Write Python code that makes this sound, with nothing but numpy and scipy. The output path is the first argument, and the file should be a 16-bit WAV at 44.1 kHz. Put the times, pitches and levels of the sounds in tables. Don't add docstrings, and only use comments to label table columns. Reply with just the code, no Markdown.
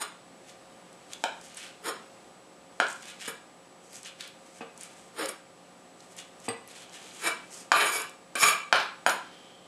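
import sys
import numpy as np
from scipy import signal
from scipy.fft import rfft, irfft
from scipy.io import wavfile
from scipy.ndimage import uniform_filter1d

SR = 44100
rng = np.random.default_rng(int(sys.argv[2]) if len(sys.argv) > 2 else 0)


def wav_out(sig):
    wavfile.write(sys.argv[1], SR, np.round(np.clip(np.atleast_2d(sig).T, -1, 1) * 32767).astype(np.int16))


N = 426447

# frequency in Hz, relative density in dB.
AIR_SPECTRUM = [(35, -55), (60, -22.5), (80, -33), (110, -20), (250, -12), (500, -14), (800, -15),
                (1440, -22), (3000, -26), (6500, -31.5), (8000, -31), (10000, -34.5), (15000, -55.5)]
AIR_DB = -54
# frequency in Hz, mean rms level in dB.
HUM_TONES = [(177.6, -67.5), (360.7, -79), (538.3, -63), (721.4, -66.5), (780.6, -70), (899.0, -102),
             (1200, -69), (1260, -79)]
# frequency in Hz, mean rms level in dB.
WHINE_TONES = [(7440, -82), (7838, -85), (7897, -69), (7957, -90)]
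# band centre in Hz, t60 in seconds, relative level in dB.
ROOM_BANDS = [(207, 0.38, 4), (526, 0.26, 10), (1103, 0.42, 7.5), (2820, 0.4, 6), (6000, 0.39, -2),
              (13000, 0.18, 5)]
SNAP_ROOM_DB = -4
BASS_CUT_HZ, TREBLE_DROOP_HZ, TOP_HZ = 200, 9860, 15100
# start in seconds, length in seconds, level in dB.
NARROW_HISSES = [(6.7, 0.82, -64.5), (9.12, 0.6, -63.5)]
NARROW_HISS_HZ = 3160
# start in seconds, level in dB.
BUMP_EVENTS = [(4.608, -29), (6.482, -21)]
# frequency in Hz, width in Hz, level in dB.
HOLLOW_MODES = [(247, 42, -5), (468, 12.4, 2.5), (790, 120, -5), (1230, 53, -5), (1980, 34, -21),
                (2550, 64, 2), (3000, 99, -14)]
# frequency in Hz, relative level in dB, t60 in seconds.
CLINK_MODES = [(113, 1, 0.17), (1985, -4.5, 0.16), (4720, -8, 0.065), (4830, -4, 0.045), (8100, -8, .05),
               (8000, -4, .06), (8480, 8, 0.047), (12600, -8, .04)]
CLINK_START_S, CLINK_DB = 6.487, -32.5
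# start in seconds, level in dB, pitch in Hz, width in octaves.
FIBRE_SNAPS = [(0.4933, -43, 4240, 1), (0.9287, -41, 8000, 0.63), (1.1336, -21.5, 5460, 1.66),
               (1.413, -34, 7080, 1.1), (1.5459, -34, 8500, .85), (1.5705, -27.5, 8900, 0.2),
               (2.8364, -39, 3770, 0.75), (2.8673, -28, 3920, 1.1), (2.884, -29, 7660, 0.26),
               (2.905, -35, 8300, 0.48), (2.928, -28.5, 7740, 0.38), (3.024, -34, 7200, 0.91),
               (3.055, -32.5, 5700, 1.7), (3.9314, -34, 6500, 1.7), (3.956, -34.5, 4630, 0.84),
               (4.031, -32, 7280, .9), (4.049, -33, 5700, 0.71), (4.208, -26, 4430, 1.8),
               (4.276, -32, 5170, 2.8), (4.777, -31, 8000, 0.74), (4.8097, -28.5, 8150, 0.47),
               (4.8336, -26.5, 8900, 0.64), (5.258, -18, 8400, 1.9), (5.289, -21.5, 8850, 0.19),
               (6.0048, -39, 5060, 0.61), (6.122, -45, 7940, 1), (6.1657, -34, 8350, 0.72),
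               (6.401, -38, 7700, .9), (6.6757, -35, 10700, 0.26), (6.7131, -37, 8620, 0.74),
               (6.895, -40, 6000, 0.75), (7.1102, -40, 3850, 0.69), (7.2727, -15, 8400, .6),
               (7.81, -19, 3600, 1.5), (8.018, -23, 8830, 0.69), (8.095, -34, 8810, .8),
               (8.7594, -29, 7070, 0.82), (9.0952, -20, 6600, 0.45)]
# frequency in Hz, width in Hz before broadening, relative level in dB.
BOARD_MODES = [(678, 45, -8), (1158, 38, 1), (1650, 50, -9), (2020, 32, -10), (2320, 60, 1), (2735, 22, -5),
               (2940, 30, -12), (3250, 120, -11), (3880, 70, -16), (4380, 150, -12)]
# frequency in Hz, width in Hz before broadening, relative level in dB.
BLADE_MODES = [(4840, 200, -15), (5390, 30, 0), (6830, 120, -2), (7080, 50, -5), (8460, 40, -9),
               (8950, 120, 3), (10200, 65, -3), (11230, 60, 3), (12100, 50, -5), (13700, 90, -8)]
# full at in seconds, rise, hold and fall in seconds, hiss and body in dB.
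MEAT_STROKES = [(0.49, .1, 0.0086, 0.087, -53.5, -53), (1.134, 0.12, 0.0026, 0.036, -54, -52),
                (1.18, .06, 0.055, 0.056, -58, -75), (1.448, 0.11, .005, 0.078, -46, -51),
                (1.572, .03, .005, 0.061, -52, -50.5), (1.64, 0.29, 0.022, 0.11, -53.5, -47.5),
                (2.884, 0.17, 0.025, 0.18, -47.5, -54), (3.03, 0.027, 0.078, 0.065, -50, -47),
                (3.22, 0.12, 0.042, .03, -52, -47.5), (3.842, 0.071, 0.0046, 0.088, -58, -66),
                (3.956, 0.1, .005, 0.085, -45, -51), (4.058, 0.032, .005, 0.063, -46.5, -40),
                (4.204, 0.031, 0.0073, 0.15, -52, -43.5), (4.56, 0.37, 0.027, 0.11, -57, -61),
                (4.81, 0.14, .03, 0.26, -52.5, -53), (4.984, .1, .005, 0.4, -55.5, -57.5),
                (6.002, 0.038, .005, .12, -55.5, -74), (6.126, 0.19, 0.0046, 0.036, -55, -58.5),
                (6.178, 0.032, 0.011, 0.049, -43.5, -42), (6.46, 0.13, 0.0069, .04, -53, -55),
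                (6.676, 0.016, 0.17, 0.059, -55, -53), (6.93, 0.076, 0.16, 0.074, -55, -53),
                (7.14, 0.077, 0.18, .05, -50, -52), (7.56, 0.23, .02, 0.18, -48, -56),
                (9.21, .03, .005, 0.45, -83, -62), (9.42, 0.67, 0.039, 0.58, -72, -65)]
# full at in seconds, rise, hold and fall in seconds,
# then blade ring, scratch, board ring, shudder and rumble in dB.
SCRAPE_STROKES = [(0.018, 0.028, 0.0032, 0.033, -30, -29.5, -45, -42, -75),
                  (1.864, 0.047, 0.026, 0.025, -33, -32, -59, -35.5, -48),
                  (2.808, 0.0055, .01, .12, -54, -36, -57, -42, -56),
                  (3.276, 0.0056, 0.014, 0.022, -33.5, -34.5, -43, -39, -39),
                  (5.19, 0.054, 0.053, 0.063, -37, -33, -54, -35, -53),
                  (5.29, 0.031, .003, 0.016, -34, -45, -39.5, -54, -44),
                  (7.252, 0.062, 0.026, 0.045, -31, -30.5, -32.5, -37, -52),
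                  (8.728, 0.0035, 0.072, 0.092, -45, -28.5, -43, -39, -46),
                  (9.069, 0.0039, 0.028, 0.094, -31.5, -30, -47, -38, -42)]
STROKE_RANGE_DB = 30
# time in seconds, scratch in dB, blade ring in dB.
SWEEP_PATHS = [
    [(7.722, -31, -40), (7.742, -33, -40), (7.789, -30, -32), (7.811, -24, -30.5), (7.867, -36, -34.5),
     (7.919, -37.5, -32), (8.019, -41, -38), (8.04, -48.5, -50), (8.06, -66, -75)],
    [(8.355, -27.5, -38), (8.373, -37, -36), (8.409, -33, -20.5), (8.427, -25, -25), (8.451, -27.5, -25),
     (8.49, -30.5, -26), (8.56, -50, -50), (8.64, -53, -66)],
]
SWEEP_BOARD_OFFSET_DB = (-0.5, 2.5)
SWEEP_SHUDDER_OFFSET_DB = (-8.5, -9)
SWEEP_RUMBLE_OFFSET_DB = (-22.5, -13.5)
# start in seconds, level in dB, crack, thud and body in dB,
# blade ring in dB re the crack, board ring in dB, spot note in Hz, spot note in dB.
TAP_EVENTS = [(1.239, -17.5, 2.5, -6, 0, -31, -8, 913, -8.5),
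              (2.801, -7.5, -17, -12.5, -4, -1.5, -18, 1454, -19),
              (7.718, -3.5, -12, -20.5, -9.5, -9, -12, 1178, -10.5),
              (8.354, -23.5, 0, -3, -17, 1, -16, 1570, -12),
              (8.727, -2.5, -10, -18.5, -6.5, -24, -10.5, 1410, -27),
              (9.064, -6, -14, -15, -3.5, 2, -15, 1023, -17.5)]


def amp(db):
    return 10 ** (np.asarray(db) / 20)


def unit(x):
    return x / np.sqrt(np.mean(x ** 2))


def peak(x):
    return x / np.max(np.abs(x))


def decay(t, t60):
    return np.exp(-np.log(1000) * t / t60)


def add(out, start_s, x):
    i = int(start_s * SR)
    out[i:i + len(x)] += x[:N - i]


def band(x, lo_hz, hi_hz, order=2):
    edges_hz = [lo_hz, min(hi_hz, .45 * SR)]
    return signal.sosfilt(signal.butter(order, edges_hz, "band", fs=SR, output="sos"), x)


def walk(rate_hz):
    k = int(SR / rate_hz)
    steps = np.repeat(rng.standard_normal(N // k + 1), k)
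    return uniform_filter1d(uniform_filter1d(steps, k), k)[:N]


def ring(x, modes, broaden=1, wander_db=0):
    total = 0
    for k, (hz, width_hz, db) in enumerate(modes):
        drive = x * amp(wander_db * walk(14)) if wander_db else x
        b, a = signal.iirpeak(hz, hz / max(width_hz * broaden, 5), fs=SR)
        total = total + (-1) ** k * amp(db) * signal.lfilter(b, a, drive)
    return total


def grains(per_s, spread_db):
    hit = rng.random(N) < per_s / SR
    sign = rng.choice([-1, 1], size=N)
    size = amp(spread_db * np.minimum(rng.exponential(size=N), 3.5))
    return unit(hit * sign * size)


def strokes(rows):
    t, gains = np.arange(N) / SR, np.zeros((len(rows[0]) - 4, N))
    for full_s, rise_s, hold_s, fall_s, *levels_db in rows:
        i, k = (int(np.clip(edge_s * SR, 0, N)) for edge_s in (full_s - rise_s, full_s + hold_s + fall_s))
        before = (full_s - t[i:k]) / max(rise_s, 1 / SR)
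        after = (t[i:k] - full_s - hold_s) / max(fall_s, 1 / SR)
        away = np.maximum(np.maximum(before, after), 0)
        gains[:, i:k] += amp(np.add.outer(levels_db, -STROKE_RANGE_DB * away))
    return gains


def background():
    t, hz = np.arange(N) / SR, np.fft.rfftfreq(N, 1 / SR)
    at_hz, db = np.transpose(AIR_SPECTRUM)
    shape = amp(np.interp(np.log(hz + 1), np.log(at_hz), db))
    air = irfft(rfft(rng.standard_normal(N)) * shape, N)
    tones = 0
    for tone_hz, tone_db in HUM_TONES + WHINE_TONES:
        sine = np.sqrt(2) * np.sin(2 * np.pi * (tone_hz * t + rng.random()))
        tones = tones + amp(tone_db + 0.84 * walk(5.6)) * sine
    return amp(AIR_DB + 1.06 * walk(3.96)) * unit(air) + tones


def kitchen(dry, wet_db=-4, build_s=0.0031):
    t, tail = np.arange(int(.6 * SR)) / SR, 0
    for hz, t60, db in ROOM_BANDS:
        noise = band(rng.standard_normal(len(t)), hz / 1.364, hz * 1.47)
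        tail = tail + amp(db) * decay(t, t60) * noise
    tail = tail * (1 - np.exp(-t / build_s))
    tail = tail / np.sqrt(np.sum(tail ** 2))
    return amp(wet_db) * signal.fftconvolve(dry, tail)[:N]


def narrow_hiss():
    t, gain = np.arange(N) / SR, 0
    hiss = unit(ring(rng.standard_normal(N), [(NARROW_HISS_HZ, 110, 0)]))
    for start_s, length_s, db in NARROW_HISSES:
        phase = np.clip((t - start_s) / length_s, 0, 1)
        gain = gain + amp(db) * np.sqrt(np.sin(np.pi * phase).clip(0))
    return hiss * gain


def bumps():
    out, t = np.zeros(N), np.arange(SR // 3) / SR
    blow = decay(t, 0.004)
    blow = blow + amp(-18) * np.roll(blow, int(0.0094 * SR))
    hollow = peak(ring(blow, HOLLOW_MODES))
    for start_s, db in BUMP_EVENTS:
        noise = rng.standard_normal(len(t))
        rattle = band(noise * decay(t, 0.087) * (1 - decay(t, 0.024)), 350, 2800)
        add(out, start_s, amp(db) * (hollow + amp(-8.5) * peak(rattle)))
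    return out


def clink():
    out, t = np.zeros(N), np.arange(SR // 2) / SR
    shiver = sum(amp(db) * decay(t, t60) * np.sin(2 * np.pi * hz * t) for hz, db, t60 in CLINK_MODES)
    add(out, CLINK_START_S, amp(CLINK_DB) * shiver)
    return out


def snaps():
    out, t = np.zeros(N), np.arange(SR // 30) / SR
    for start_s, db, hz, octaves in FIBRE_SNAPS:
        spread = 2 ** (np.clip(octaves, .1, 3) / 2)
        burst = rng.standard_normal(len(t)) * decay(t, 0.014)
        add(out, start_s, amp(db) * peak(band(burst, hz / spread, hz * spread)))
    return out


def meat_strokes():
    hiss_gain, body_gain = strokes(MEAT_STROKES)
    crackle = grains(per_s=5600, spread_db=5.0) * amp(3.9 * walk(40))
    blade = ring(crackle, BLADE_MODES, broaden=15.0)
    hiss = band(crackle, 4400, 9000) + amp(-12) * blade
    board = ring(band(crackle, 2120, 3700, order=3), BOARD_MODES, broaden=14.0, wander_db=7.0)
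    body = band(crackle, 1560, 5600) + amp(-23) * board
    return hiss_gain * unit(hiss) + body_gain * unit(body)


def sweeps():
    t, gains = np.arange(N) / SR, 0
    offsets = zip(SWEEP_BOARD_OFFSET_DB, SWEEP_SHUDDER_OFFSET_DB, SWEEP_RUMBLE_OFFSET_DB)
    for rows, offsets_db in zip(SWEEP_PATHS, offsets):
        s, scratch_db, blade_db = np.transpose(rows)
        active = (t > s[0]) * (t < s[-1])
        scratch = amp(np.interp(t, s, scratch_db)) * active
        blade = amp(np.interp(t, s, blade_db)) * active
        gains = gains + np.array([blade, scratch, *(scratch * amp(db) for db in offsets_db)])
    return gains


def scrapes():
    slips = unit(grains(per_s=5000, spread_db=3.0) * amp(3.0 * walk(80)))

    def blade(x):
        return ring(x, BLADE_MODES, broaden=1.02, wander_db=2.5) + amp(-13.5) * band(x, 2580, 14100)

    def scratch(x):
        return band(x, 712, 2490) + amp(-8.5) * band(x, 2180, 4550)

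    def board(x):
        return band(ring(x, BOARD_MODES, broaden=1.4, wander_db=1.8), 410, 5650)

    def shudder(x):
        return band(x, 304, 572)

    def rumble(x):
        return band(x, 148, 344)

    layers = (blade, scratch, board, shudder, rumble)
    out = 0
    for layer, gain in zip(layers, strokes(SCRAPE_STROKES) + sweeps()):
        out = out + layer(slips * gain) / np.std(layer(slips))
    return out


def taps():
    out, t = np.zeros(N), np.arange(SR // 4) / SR
    push = np.diff(decay(t, 0.002), prepend=0)
    push = push + amp(-3) * np.roll(push, int(0.0013 * SR))
    knock = peak(band(push, 776, 1640))
    body = peak(band(push, 407, 910))
    thud = peak(band(push, 220, 513))
    board = peak(ring(push, BOARD_MODES, broaden=2.6))
    for start_s, db, crack_db, thud_db, body_db, blade_db, board_db, note_hz, note_db in TAP_EVENTS:
        crack = peak(band(rng.standard_normal(len(t)) * decay(t, 0.015), 1200, 7600))
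        steel = amp(crack_db) * (crack + amp(blade_db) * peak(ring(crack, BLADE_MODES)))
        note = decay(t, 0.053) * np.sin(2 * np.pi * note_hz * t)
        plastic = knock + amp(body_db) * body + amp(board_db) * board + amp(note_db) * note
        add(out, start_s, amp(db) * (plastic + steel + amp(thud_db) * thud))
    return out


def scene():
    board = narrow_hiss() + bumps() + clink() + meat_strokes() + scrapes() + taps()
    ticks = snaps()
    heard = board + ticks + kitchen(board + amp(SNAP_ROOM_DB) * ticks)
    return (band(heard, BASS_CUT_HZ, TREBLE_DROOP_HZ) + background())[None]


def record(dry):
    return signal.sosfilt(signal.ellip(12, .2, 90, TOP_HZ, fs=SR, output="sos"), dry)


dry = scene()
out = record(dry)
wav_out(out)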